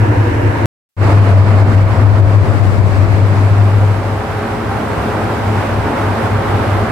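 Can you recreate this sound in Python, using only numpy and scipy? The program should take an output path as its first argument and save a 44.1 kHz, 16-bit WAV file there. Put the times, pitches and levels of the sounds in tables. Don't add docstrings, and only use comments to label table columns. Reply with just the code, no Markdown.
import sys
import numpy as np
from scipy import signal
from scipy.fft import rfft, irfft, next_fast_len
from scipy.io import wavfile
from scipy.ndimage import uniform_filter1d, minimum_filter1d, map_coordinates

SR = 44100
rng = np.random.default_rng(int(sys.argv[2]) if len(sys.argv) > 2 else 0)


def gain_from_decibels(decibels):
    exponent = np.asarray(decibels, float) / 20
    return 10 ** exponent


def log_audio(samples):
    frames = np.atleast_2d(samples).T
    limited = np.clip(frames, -1, 1)
    pcm = np.round(limited * 32767).astype(np.int16)
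    wavfile.write(sys.argv[1], SR, pcm)


N = 304731
CUT_S, BACK_S = 0.65784, 0.9665
SHAFT_HZ, BLADE_COUNT = 19.01, 6


def unit(x):
    return x / np.sqrt(np.mean(x ** 2) + 1e-20)


def along(points, hz):
    f, v = np.transpose(points)
    return np.interp(np.log(hz + 1), np.log(f + 1), v)


def curves(rows):
    s, *cols = np.transpose(rows)
    return [np.interp(np.arange(N) / SR, s, c) for c in cols]


def wobble(rate_hz):
    knots = rng.standard_normal(int(N * rate_hz / SR) + 4)
    return map_coordinates(knots, [np.arange(N) * rate_hz / SR])


def filtered(x, response):
    m = next_fast_len(N + 8192)
    return irfft(rfft(x, m) * response(np.fft.rfftfreq(m, 1 / SR)), m)[..., :N]


def sides(lean_db):
    return gain_from_decibels(np.array([lean_db, -lean_db]) / 2)


def blend(pair, alike):
    turn = np.arccos(np.clip(alike, -1, 1)) / 2
    return np.cos(turn) * pair[0] + np.sin(turn) * pair[1] * [[1], [-1]]


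def dips(rows, fall_s, recover_s):
    coarse = np.arange(0, N, 64)
    lag_s = coarse[:, None] / SR - np.array(rows)[:, 0]
    shape = np.exp(-(lag_s / np.where(lag_s < 0, fall_s, recover_s)) ** 2)
    return np.interp(np.arange(N), coarse, -shape @ np.array(rows)[:, 1])


# t/s, grip of stand shake level/dB, level with rim [0-1], air flow level/dB,
# port buffeting level/dB
PHONE_PLACE = [(0.05, -13, 0, -35, -20), (0.62, -10, 0, -35, -20.5), (1.05, -6, 0.23, -34, -18.5),
               (1.5, -6.5, 0.31, -34.5, -18.5), (2.06, -6.5, 0.43, -36.5, -16.5),
               (2.4, -7.5, 0.69, -37, -18), (2.7, -12, 1, -39, -21.5), (3.0, -6.5, 0.74, -37, -19.5),
               (3.3, -10, 0.53, -36, -21.5), (3.6, -7, .25, -37, -23.5), (3.86, -9.5, 0.3, -36.5, -25.5),
               (4.0, -17.5, 0.15, -36.5, -25), (4.5, -23, .05, -35.5, -25), (5.25, -21.5, .05, -34, -25),
               (5.55, -16, 0, -33, -24.5), (5.9, -20, .05, -33.5, -21), (6.1, -16, 0, -33.5, -24),
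               (6.7, -14.5, 0, -33, -21)]


def phone_place():
    return curves(PHONE_PLACE)


# t/s, share of front colour [0-1]
SWIVEL = [
    (3.2, 0.015),
    (4.4, 1),
]


def front_share():
    return curves(SWIVEL)[0]


# t/s, depth level/dB, half length/s
SWING_LULLS = [(0.136, 9, 0.018), (0.313, 16, 0.021), (0.405, 18, 0.021), (0.56, 12, .04),
               (1.088, 5.5, .03), (1.257, 3.5, 0.035), (1.457, 7, 0.026), (1.67, 4, .06), (1.933, 8, 0.062),
               (2.147, 3, 0.035), (2.452, 15, 0.027), (2.558, 7, 0.025), (2.744, 4, 0.036),
               (2.926, 6.5, .05), (3.071, 8.5, 0.037), (3.166, 4, .03), (3.37, 2.5, .04),
               (4.253, 10, 0.043), (4.453, 9, 0.056), (4.63, 10, 0.052), (4.835, 14, 0.047),
               (5.047, 7, .03), (5.358, 6, 0.071), (5.675, 4, 0.055), (5.95, 14, 0.051), (6.165, 11, 0.042),
               (6.286, 6, .04), (6.442, 15, 0.045), (6.654, 12, 0.043), (6.88, 13, .03)]


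def lulls():
    half_s = np.array(SWING_LULLS)[:, 2]
    return dips(SWING_LULLS, half_s, half_s)


def bass_lean():
    return 1 + 8.5 * phone_place()[1] - 0.3 * front_share()


HUM_HZ, HUM_BEHIND_HZ, RIM_SAG_HZ, HUM_DRIFT_HZ = 100.64, 102.8, 5.07, 1.21
HUM_LEAD_RAD, SHAKE_DB, FRONT_SHAKE_DB = 0.22, -20, 3.5


def hum():
    grip_db, rim = phone_place()[:2]
    size = gain_from_decibels(grip_db + lulls())
    base_hz = np.where(np.arange(N) < BACK_S * SR, HUM_BEHIND_HZ, HUM_HZ)
    hz = base_hz - RIM_SAG_HZ * rim ** 4 + HUM_DRIFT_HZ * wobble(9)
    phase = 2 * np.pi * np.cumsum(hz) / SR
    phase -= phase[round(CUT_S * SR)]
    shake = np.array([wobble(25) + 1j * wobble(29) for side in (0, 1)])
    swing = 1 + gain_from_decibels(SHAKE_DB + FRONT_SHAKE_DB * front_share()) * shake
    ports = sides(bass_lean())
    ports = ports / np.sqrt(np.mean(ports ** 2, 0))
    lead = HUM_LEAD_RAD * np.array([[-0.5], [0.5]])
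    return np.sqrt(2) * size * ports * (swing * np.exp(1j * (phase + lead))).real


BLADE_BEHIND_DB, BLADE_BEHIND_FADE_DB_PER_S = -15.5, 24
BLADE_DB, BLADE_GRIP, BLADE_RIM_DB = -22.5, 0.47, 11
SURGE = 0.26
# multiple of shaft speed, level/dB, left-right level/dB
ORDERS = [(3, -40, -5), (12, -33, -1.5), (18, -45, 0), (22, -32.5, 8.5), (28, -39, -2), (42, -35.5, -0.5)]


def blades():
    grip_db, rim = phone_place()[:2]
    t = np.arange(N) / SR
    behind_db = BLADE_BEHIND_DB - BLADE_BEHIND_FADE_DB_PER_S * t
    near_db = BLADE_DB + BLADE_GRIP * grip_db + BLADE_RIM_DB * rim
    db = np.where(t < BACK_S, behind_db, near_db)
    lean_db = 2.5 + 6.5 * rim
    lead_rad = -0.23 - 3 * rim
    turns = 2 * np.pi * np.cumsum(SHAFT_HZ * (1 + 0.00099 * wobble(2.256))) / SR
    turns -= turns[round(CUT_S * SR)]
    tone = np.cos(BLADE_COUNT * turns - lead_rad * [[0], [1]])
    passing = gain_from_decibels(db + 1.1 * wobble(8.1)) * sides(lean_db) * tone
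    orders = np.zeros((2, N))
    surge_db = SURGE * lulls()
    for multiple, level_db, order_lean_db in ORDERS:
        gain = gain_from_decibels(level_db + surge_db + 2.0 * wobble(4.6))
        order = np.cos(round(multiple) * turns + 0.32 * wobble(4.6))
        orders += gain * sides(order_lean_db)[:, None] * order
    return np.sqrt(2) * (passing + gain_from_decibels(-12 * (1 - front_share())) * orders)


def patchy(patchy_db):
    z = signal.stft(rng.standard_normal((2, N + 512)), nperseg=512)[2]
    field = uniform_filter1d(rng.standard_normal(z.shape[1:]), size=8, axis=0)
    field = uniform_filter1d(field, size=10, axis=1)
    return signal.istft(z * gain_from_decibels(patchy_db * unit(field)), nperseg=512)[1][:, :N]


BODY_TOP_HZ, HISS_TOP_HZ = 1800, 6000


def rush(spectra, rings, alike, lean):
    hz = np.fft.rfftfreq(next_fast_len(N + 8192), 1 / SR)
    rings_db = sum(db / (1 + (2 * (hz - centre) / width) ** 2) for centre, width, db in rings)
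    z = blend(rfft(patchy(patchy_db=0.5), 2 * len(hz) - 2), along(alike, hz))
    z = z * gain_from_decibels(rings_db) * sides(along(lean, hz))
    low, high = (1 / (1 + (hz / edge) ** 6) for edge in (BODY_TOP_HZ, HISS_TOP_HZ))
    bass, treble = (gain_from_decibels(along(points, hz)) for points in spectra)
    parts = bass * low, treble * (high - low), treble * (1 - high)
    bands = [irfft(z * part)[:, :N] for part in parts]
    return np.array([band / np.std(band.mean(0)) for band in bands])


OPEN_DB, DUCK_FALL_S, DUCK_RECOVER_S = 1.13, 0.022, 0.045
START_S, START_DB, START_LENGTH_S = 1.1, 2, 0.035
# t/s, depth level/dB
OVERLOADS = [(1.2, 2.5), (1.35, 3), (1.43, 4), (1.53, 2), (1.642, 3.4), (1.78, 1), (1.85, 5), (2.05, 2),
             (2.12, 2), (2.24, 3.5), (2.385, 3.2), (2.815, 3), (3.07, 2), (3.224, 2.5), (3.3, 1)]


def gain_control():
    after = np.arange(N) >= BACK_S * SR
    swell_db = -dips([(START_S, START_DB)], START_LENGTH_S, START_LENGTH_S)
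    ducks_db = dips(OVERLOADS, DUCK_FALL_S, DUCK_RECOVER_S)
    return OPEN_DB * after * (1 - front_share()) + ducks_db + swell_db


BODY_DB, BODY_TURN_DB, BODY_BUFFET = 16, -0.6, 0.25
FIZZ_DB, FIZZ_RIM_DB, FIZZ_BUFFET = -14.5, 4, -0.2
CALM_DB, AIR_RIM_LEAN_DB = -22, 5
# f/Hz, level/dB
AIR_BEHIND = [
    [(88, -58.5), (150, -19), (296, -4), (414, -13), (495, -9.5), (571, -12.5), (857, -16.5), (943, -13), (1150, -19), (1630, -21), (2600, -28), (3380, -58), (5720, -120)],
    [(760, -36.5), (1300, -1.5), (1650, 2.5), (2800, -8), (3300, -16.5), (4300, -21.5), (4900, -25.5), (5400, -25), (6600, -31.5), (8000, -32), (9300, -36.5), (11500, -38), (13000, -43), (16500, -48)],
]
AIR_BESIDE = [
    [(88, -39), (150, 1.5), (242, -3), (300, -6.5), (322, -3), (483, -7.5), (525, -8.5), (667, -4), (742, -8.5), (1110, -9), (2600, -26), (3380, -59), (5720, -120)],
    [(760, -30), (1300, 1.5), (2280, -9), (3300, -20.5), (4800, -23), (6100, -31), (8300, -32.5), (9400, -38), (11300, -39.5), (13000, -45.5), (16500, -39.5)],
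]
AIR_FRONT = [
    [(88, -42), (150, -5.5), (225, -4.5), (372, -8), (419, -5.5), (483, -8.5), (525, -8), (734, -7), (788, -6.5), (1590, -13.5), (2600, -34.5), (3380, -57), (5720, -120)],
    [(760, -15), (1300, -1), (2080, -7), (3300, -17.5), (5240, -25), (6860, -30.5), (8100, -29), (9400, -35), (11200, -33.5), (13000, -37), (16500, -43.5)],
]
# f/Hz, width/Hz, level/dB
CAGE_RINGS = [
    [(312, 22, 2.5), (354, 24, 5), (479, 20, 2.5), (934, 27, 5.5), (1683, 170, 4)],
    [(288, 31, 4.5), (362.5, 8.5, 1), (536, 48, 5)],
    [(221.3, 7.2, 8), (328, 30, 3), (542, 13, 5), (776, 8.3, -1)],
]
# f/Hz, correlation [-1 to 1]
AIR_ALIKE = [
    [(150, 0.83), (340, 1), (500, 0.1), (900, .3), (1500, -0.012), (3000, 0.02)],
    [(150, 0.85), (450, 0.88), (750, .68), (1100, .5), (1600, -0.096), (2200, -0.013), (3000, .03)],
    [(150, 1), (330, 0.87), (750, 0.56), (1400, 0.45), (2000, 0.5), (3000, .05)],
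]
# f/Hz, level/dB
AIR_LEAN = [
    [(170, 3.5), (500, -1.5), (850, 7.5), (1400, -4), (2800, -2), (4000, 9.5), (8000, 2.5), (11000, -6.5),
     (15000, -6)],
    [(170, 2.5), (500, 2), (1400, -3.5), (4000, 0.5), (8000, -1), (11000, -7.5), (15000, 1.5)],
    [(170, 2), (500, 0.5), (1400, -1), (2800, -0.5), (5000, 1), (8000, 2), (11000, -11), (15000, 2)],
]


def air():
    rim, hiss_db, buffet_db = phone_place()[1:]
    places = AIR_BEHIND, AIR_BESIDE, AIR_FRONT
    behind, beside, front = map(rush, places, CAGE_RINGS, AIR_ALIKE, AIR_LEAN)
    share = np.clip(front_share(), 0, 1)
    body_db = BODY_DB + BODY_TURN_DB * share + BODY_BUFFET * (buffet_db - CALM_DB)
    fizz_db = FIZZ_DB + FIZZ_RIM_DB * rim + FIZZ_BUFFET * (buffet_db - CALM_DB)
    lean_db = AIR_RIM_LEAN_DB * (rim - np.mean(rim))
    pump_db = gain_control()
    t = np.arange(N) / SR
    swivelling = np.sqrt(1 - share) * beside + np.sqrt(share) * front
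    body, hiss, fizz = np.where(np.arange(N) >= BACK_S * SR, swivelling, behind)
    chop = 1 + 0.054 * np.cos(2 * np.pi * BLADE_COUNT * SHAFT_HZ * t)
    body = gain_from_decibels(body_db + 0.3 * wobble(3.84)) * body
    fizz = gain_from_decibels(fizz_db + 0.5 * pump_db) * fizz * chop
    flutter = gain_from_decibels(hiss_db + pump_db + 0.31 * wobble(8) + 0.3 * wobble(25))
    return flutter * sides(lean_db) * (body + hiss * chop + fizz)


RUMBLE_SURGE, RUMBLE_ALIKE = 0.25, 0.85
# f/Hz, level/dB
RUMBLE_COLOUR = [(15, -52), (32, -6.5), (57, 5), (85, 12), (125, 7.5), (160, -5), (200, -53.5)]


def rumble():
    noise = rng.standard_normal((2, N))
    pair = unit(filtered(noise, lambda hz: gain_from_decibels(along(RUMBLE_COLOUR, hz))))
    surge_db = RUMBLE_SURGE * lulls() * front_share()
    gain = gain_from_decibels(phone_place()[3] + surge_db + 0.9 * wobble(7))
    return gain * sides(bass_lean()) * blend(pair, RUMBLE_ALIKE)


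def scene():
    return hum() + blades() + air() + rumble()


def top_cut(x):
    return signal.sosfilt(signal.butter(12, 16820, fs=SR, output="sos"), x)


TOP_HZ, STEP_HZ, STEP_DB = 15750, 13000, -3.5
DITHER_S, DITHER_DB, EDIT_TOP_HZ = 0.89, -79, 16700


def record(dry):
    t = np.arange(N) / SR
    need = np.minimum(1, 1.03 / np.abs(dry).max(0).clip(1e-6))
    held = dry * uniform_filter1d(minimum_filter1d(need, size=400), size=200)
    held = filtered(held, lambda hz: (hz < TOP_HZ) * gain_from_decibels(STEP_DB * (hz > STEP_HZ)))
    fade_in = (t > BACK_S) * np.clip(0.037 + (t - BACK_S) / 0.07, 0, 1)
    gate = np.where(t < CUT_S, 1, fade_in)
    hiss = gain_from_decibels(DITHER_DB) * (t > DITHER_S) * (t < BACK_S) * rng.standard_normal(dry.shape)
    mix = filtered(held * gate + hiss, lambda hz: 1 / (1 + (hz / EDIT_TOP_HZ) ** 60))
    return top_cut(mix)


dry = scene()
out = record(dry)
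log_audio(out)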